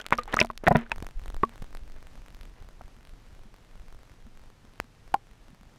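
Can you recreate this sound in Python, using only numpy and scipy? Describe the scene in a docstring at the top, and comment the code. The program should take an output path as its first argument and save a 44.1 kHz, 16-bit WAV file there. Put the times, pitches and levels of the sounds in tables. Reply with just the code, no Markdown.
"""River, just at and under the surface: a small camera in a waterproof housing is pushed in.
Water slaps the housing; trapped air pockets clack and ring as decaying sines with knocks and noisy spray.
Fine bubbles fizz as shaped noise, then slow surges throb on the microphone as smooth pressure dips.
Behind them eddies rumble, gurgle and wash as shaped noise with wandering levels.
The recorder's ring buffer is read late, so each block starts with a sliver from one lap ahead: faint ticks."""
import sys
import numpy as np
from scipy import signal
from scipy.fft import rfft, irfft
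from scipy.io import wavfile
from scipy.ndimage import uniform_filter1d

SR = 44100
rng = np.random.default_rng(int(sys.argv[2]) if len(sys.argv) > 2 else 0)


def unload_audio(sound):
    """Save the sound as a 16-bit wav file, at the path given as the first command line argument."""
    columns = np.transpose(np.atleast_2d(sound))
    # keep every value between -1 and 1, then stretch to whole-number steps
    steps = np.round(np.clip(columns, -1, 1) * 32767)
    wavfile.write(sys.argv[1], SR, steps.astype(np.int16))


def rack_gain(trim_db):
    """Turn a fader trim in dB into the linear factor to multiply a signal by."""
    fader = np.asarray(trim_db, float)
    return 10 ** (fader / 20)


N = 254898
SUNK_S = .95  # the housing is under from here on

# flow past the housing: (time [s], rumble level [dB])
FLOW = [(0, -53), (.37, -43), (.66, -49), (.93, -44), (1.5, -46), (2.0, -50), (2.7, -52), (4.25, -55),
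        (5.78, -57)]


def coloured(x, spectrum):
    """Shape x by (frequency [Hz], relative density [dB per Hz]) points and bring it to rms 1."""
    hz, db = np.transpose(spectrum)
    f = np.maximum(np.arange(N // 2 + 1) * SR / N, 1)
    gain = rack_gain(np.interp(np.log(f), np.log(hz), db))
    y = irfft(rfft(x) * gain, N)
    return y / np.std(y)


def curve(s, db):
    """Gain along time, straight in dB between the points."""
    return rack_gain(np.interp(np.arange(N) / SR, s, db))


def walk(rate):
    """Wandering control signal: random values held for 1 / rate seconds, then smoothed twice."""
    hold = int(SR / rate)
    steps = np.repeat(rng.standard_normal(N // hold + 1), hold)
    smooth = uniform_filter1d(uniform_filter1d(steps, hold), hold)
    return 1.1 * smooth[:N]


def add(out, s, sound):
    """Mix a sound in at time s, cut off at the end of the scene."""
    i = max(int(s * SR), 0)
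    out[i:i + len(sound)] += sound[:N - i]


def ring(hz, t60, t):
    """One resonant mode: a sine that falls by 60 dB in t60 seconds."""
    return np.sin(2 * np.pi * hz * t) * np.exp(-np.log(1000) * t / t60)


def clacks():
    """Each clack swells its own air pocket, pushes the housing into ringing and throws spray."""
    # air pockets and plastic:
    # (time [s], ring peak [dB], ring frequency [Hz], ring t60 [s], housing level [dB])
    clack_table = [(.001, -34, 1484, .043, -33), (.013, -37, 3217, .021, -47), (.053, -45, 1326, .034, -47),
                   (.069, -49, 2200, .01, -46), (.1205, -45, 1557, .025, -33),
                   (.1245, -4.5, 1050, .009, -7), (.125, -14, 2100, .015, -47),
                   (.1315, -13, 1900, .008, -15), (.154, -50, 4520, .012, -46),
                   (.179, -31, 5557, .0064, -46), (.1845, -20, 1217, .085, -24), (.186, -31, 494, .1, -48),
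                   (.234, -40, 4200, .015, -53), (.278, -33, 813, .024, -33), (.326, -32, 3111, .017, -30),
                   (.338, -18, 1767, .013, -18), (.35, -40, 4167, .007, -43), (.366, -25, 5895, .004, -36),
                   (.369, -12.5, 1242, .02, -18), (.3905, -7, 1968, .01, -22),
                   (.402, -10.5, 5307, .005, -17), (.4025, -15, 2642, .043, -26),
                   (.414, -3, 2407, .007, -3.5), (.435, -36, 3500, .007, -36), (.446, -24, 676, .032, -25),
                   (.459, -44, 4670, .008, -49), (.501, -22, 1079, .021, -23), (.637, -24, 445, .005, -31),
                   (.668, -15, 1692, .01, -7.5), (.674, -7, 1500, .005, -5.5), (.677, -14, 1893, .03, -14),
                   (.677, -17, 150, .042, -50), (.6805, -5, 725, .03, -8.5), (.708, -14, 651, .028, -20),
                   (.709, -13.5, 160, .036, -50), (.712, -9, 678, .035, -7), (.717, -12, 778, .013, -6.5),
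                   (.750, -19, 716, .025, -11), (.753, -13.5, 153, .063, -47), (.754, -16, 681, .027, -1.5),
                   (.7585, -16, 1500, .006, -5.5), (.864, -40, 1520, .013, -56),
                   (.917, -17, 2562, .019, -31), (.9172, -17, 1550, .006, -36), (.918, -24, 916, .033, -35),
                   (1.034, -42, 700, .04, -48), (1.4332, -7.5, 1124, .041, -12),
                   (1.4335, -17, 404, .018, -40), (1.4336, -8.5, 1050, .014, -45),
                   (2.8105, -36, 718, .018, -36), (2.8108, -41, 1297, .015, -50),
                   (3.454, -47, 199, .067, -62), (4.262, -46, 221, .086, -60), (4.642, -48, 230, .092, -60),
                   (4.84, -50, 240, .08, -62), (5.1408, -12, 800, .05, -32), (5.1413, -20, 2305, .008, -35),
                   (5.143, -31, 1357, .03, -55), (5.1433, -17, 860, .03, -45),
                   (5.1444, -21, 1037, .034, -50), (5.53, -46, 150, .03, -60), (5.61, -48, 200, .06, -62)]
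    # modes of the housing: (frequency [Hz], relative level [dB], t60 [s])
    housing_modes = [(155, -27, .08), (232.6, -11.5, 0.19), (420, -2.5, 0.027), (634, 1, 0.034),
                     (985, -6, 0.043), (1500, -6, 0.026), (1917, 0, 0.015), (2460, -2, 0.0061),
                     (3500, -2.5, 0.007), (5500, -12.5, .012)]
    # spray grows more slowly than the ring, favours small bright pockets, and dies down once under
    spray_base_db, spray_db_per_db, spray_db_per_octave, sunk_spray_db = -17, .55, 3, -9

    out, t = np.zeros(N), np.arange(int(SR / 4)) / SR
    housing = sum(rack_gain(db) * ring(hz, t60, t) for hz, db, t60 in housing_modes)
    housing /= np.abs(housing).max()
    for s, ring_db, hz, t60, housing_db in clack_table:
        swell = 1 - np.exp(-t * hz / 2.3)  # the pocket fills over a few cycles
        settle = .4 + np.exp(-(t / (0.12 * t60)) ** 2)  # a loud first wobble, then a quieter tail
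        pocket = swell * settle * ring(hz, t60, t)

        push = np.hanning(int(.4 * SR / hz) + 3)  # a big pocket pushes longer, so the knock is duller
        knock = np.convolve(housing, push / push.sum())

        # spray: noise loosely centred on the pocket's pitch, dying sooner than its ring
        band = signal.butter(2, [hz / 2.2, hz * 2], "band", fs=SR, output="sos")
        spray = signal.sosfilt(band, rng.standard_normal(len(t)))
        spray /= np.std(spray)
        spray *= swell * np.exp(-np.log(1000) * t / (0.44 * t60))
        spray_db = spray_base_db + spray_db_per_db * ring_db
        spray_db += spray_db_per_octave * np.log2(hz / 1000)
        spray_db += sunk_spray_db * (s > SUNK_S)

        add(out, s, rack_gain(ring_db) * pocket / np.abs(pocket).max())
        add(out, s, rack_gain(housing_db) * knock)
        add(out, s, rack_gain(spray_db) * spray)
    return out


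def splash(bursts_per_s=1500, scatter_db=5.0):
    """Fine bubbles: dense small bursts of unequal size over a hiss; each wave rises, holds and fades."""
    # waves of bubbles churning round the housing: (hold start [s], level [dB], hold [s])
    wave_table = [(0, -54, .02), (.06, -60, .005), (.133, -29, .003), (.19, -54, .04), (.282, -45, .045),
                  (.338, -35, .006), (.385, -38, .04), (.645, -45, .04), (.715, -46, .015),
                  (.755, -43, .04), (.8, -47, .03), (.865, -54, .004), (.919, -40, .002), (1.52, -57, .02),
                  (1.96, -61, .015), (2.56, -64, .07)]
    # colour of the fizz: (frequency [Hz], relative density [dB per Hz])
    fizz_colour = [(150, -19.5), (400, 5), (900, 1.5), (1900, 0.5), (2800, -7.5), (3700, -14.5),
                   (5000, -27), (8000, -31.5), (14000, -46)]
    rise_db_s, fall_db_s, rest_db = 1300, 1000, -76  # slopes in dB per second; level between waves

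    struck = rng.random(N) < bursts_per_s / SR
    sizes = rack_gain(scatter_db * np.minimum(rng.exponential(size=N), 3))
    smear = signal.lfilter([1], [1, -np.exp(-1 / (0.0005 * SR))], struck * sizes)  # 0.5 ms decays
    fizz = coloured((smear + 1.0) * rng.standard_normal(N), fizz_colour)

    t = np.arange(N) / SR
    waves = np.zeros(N)
    for s, db, hold in wave_table:
        rise = rise_db_s * np.maximum(s - t, 0)
        fall = fall_db_s * np.maximum(t - s - hold, 0)
        waves += rack_gain(db - rise - fall)
    return fizz * (waves + rack_gain(rest_db))


def surges():
    """Each surge is a smooth dip of pressure; lesser nudges come at random once the housing is under."""
    # the strongest surges of water on the microphone membrane:
    # (time [s], depth [dB], half width to 1/e [ms])
    surge_table = [(0.569, -32, 11), (0.681, -31, 11), (0.719, -28, 9.5), (0.752, -33, 17), (0.824, -33, 8),
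                   (0.927, -32.2, 6.5), (0.963, -22.7, 18), (1.006, -29.4, 4.5), (1.031, -32.2, 4.5),
                   (1.057, -26.0, 9), (1.17, -19.2, 9), (1.195, -30.6, 18), (1.224, -32.3, 4.5),
                   (1.291, -23.7, 6.5), (1.316, -29.1, 18), (1.359, -17.5, 13), (1.423, -30.0, 9),
                   (1.614, -25.5, 9), (1.699, -28.9, 18), (1.757, -26.7, 13), (1.824, -27.9, 6.5),
                   (1.902, -25.5, 18), (1.962, -26.9, 18), (2.084, -33.4, 18), (2.15, -31.5, 18),
                   (2.219, -32.6, 9), (2.314, -39.2, 9), (2.353, -36.4, 9), (2.75, -38.5, 13),
                   (2.858, -36.7, 13), (2.887, -37.4, 18), (3.129, -37.5, 6.5), (3.399, -36.8, 9),
                   (3.465, -38.8, 13), (3.704, -39.9, 13), (3.748, -34.5, 9), (3.806, -33.2, 6.5),
                   (3.831, -35.1, 18), (3.881, -34.5, 13), (3.942, -32.3, 13), (3.969, -37.2, 18),
                   (4.22, -36.3, 18), (4.298, -38.6, 18), (4.351, -33.5, 13), (4.413, -38.8, 6.5),
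                   (4.474, -37.3, 9), (5.009, -39.4, 13), (5.068, -36.9, 13), (5.13, -38.3, 6.5)]
    # small sharp nudges between the surges, sized by the flow
    nudges_per_s, nudge_db, scatter_db, nudge_ms = 14, 5, 4, (2.2, 6.)

    out, t = np.zeros(N), np.arange(-.05, .05, 1 / SR)
    # drawn for the whole length, then squeezed into the time under water
    when, size, width = rng.random((int(nudges_per_s * N / SR), 3)).T
    when = SUNK_S + when * (N / SR - SUNK_S)
    flow_db = np.interp(when, *np.transpose(FLOW))
    depth_db = flow_db + nudge_db - scatter_db * np.log(1 - size)  # many small, few deep
    nudges = zip(when, depth_db, np.interp(width, [0, 1], nudge_ms))
    for s, db, ms in [*surge_table, *nudges]:
        dip = -np.exp(-(1000 * t / ms) ** 2)
        add(out, s + t[0], rack_gain(db) * dip)
    return out


def flow():
    """Eddies rumble in lumps; they gurgle in short bursts, and the wash above flickers."""
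    # low eddies: (frequency [Hz], relative density [dB per Hz])
    rumble_colour = [(4.7, -27.5), (8.0, 3.5), (29, 10.5), (65, -8), (193, -31), (222, -21.5), (266, -21.5),
                     (300, -31.5), (390, -57), (660, -120)]
    # dull broad wash: (frequency [Hz], relative density [dB per Hz])
    wash_colour = [(59, -22.5), (100, 4), (160, -3), (211, -7), (1900, -18), (5880, -25.5), (11900, -35.5),
                   (13800, -38.5), (15400, -42), (16400, -68)]
    # the wash follows the flow a little and is weaker until the housing is under
    wash_base_db, wash_db_per_db, afloat_db, sinking_s = -50, .18, -6, .1

    s, rumble_db = np.transpose(FLOW)
    wash_level = curve(s, wash_base_db + wash_db_per_db * rumble_db)
    wash_level *= curve([SUNK_S - sinking_s, SUNK_S], [afloat_db, 0])

    lumps = walk(14)
    rumble = coloured(rng.standard_normal(N), rumble_colour)
    rumble *= rack_gain(3.5 * lumps) * curve(s, rumble_db)

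    flicker = rack_gain(0.71 * lumps + 0.38 * walk(40))
    wash = flicker * coloured(rng.standard_normal(N), wash_colour) * wash_level

    band = signal.butter(2, [160., 280.], "band", fs=SR, output="sos")
    swirl = rack_gain(6 * walk(25))
    gurgle = swirl * signal.sosfilt(band, rng.standard_normal(N)) * wash_level
    return rack_gain(11.5) * gurgle + rumble + wash


def scene():
    """Everything that reaches the one microphone."""
    mix = clacks() + splash() + surges() + flow()
    return mix[None]  # one channel


def late_reads(x, short_ms=0.1, long_ms=.45):
    """The writer laps the reader: the first samples of each block come from one buffer lap ahead."""
    # blocks whose late read stands out: (block [number], overwritten [ms])
    late_table = [(3, .33), (4, .15), (5, .2), (16, .45), (20, .3), (21, 1.), (27, .2), (32, .4), (34, .75),
                  (36, .27), (43, .36), (48, 1.5), (60, .18), (61, .42), (64, .34), (74, .2), (76, 3.04),
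                  (77, .42), (79, .09), (90, .09), (225, .43), (241, .45), (242, .68)]
    block_s, first_block_s, lap_blocks = 1024 / 48000, .00065, 16

    count = int(N / SR / block_s) + 1
    ms = rng.uniform(short_ms, long_ms, count)
    block, late_ms = np.transpose(late_table)
    ms[block.astype(int)] = late_ms

    place = (np.arange(N) / SR - first_block_s) / block_s  # time counted in blocks
    since_head_ms = (place % 1) * block_s * 1000
    late = since_head_ms < ms[np.floor(place).astype(int)]

    lap = round(lap_blocks * block_s * SR)
    ahead = np.pad(x, [(0, 0), (0, lap)], "reflect")[:, lap:]  # mirrored past the end
    return np.where(late, ahead, x)


def roll_off(x):
    """The treble ends steeply here."""
    return signal.sosfilt(signal.butter(12, 16530, fs=SR, output="sos"), x)


def record(dry):
    """The vent behind the membrane bleeds off slow pressure; then the late buffer and a soft top."""
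    vent = signal.butter(2, 14., "high", fs=SR, output="sos")
    soft_top = signal.butter(4, 15000., fs=SR, output="sos")
    vented = signal.sosfilt(vent, dry)
    mix = signal.sosfilt(soft_top, late_reads(vented))
    return roll_off(mix)


dry = scene()
out = record(dry)
unload_audio(out)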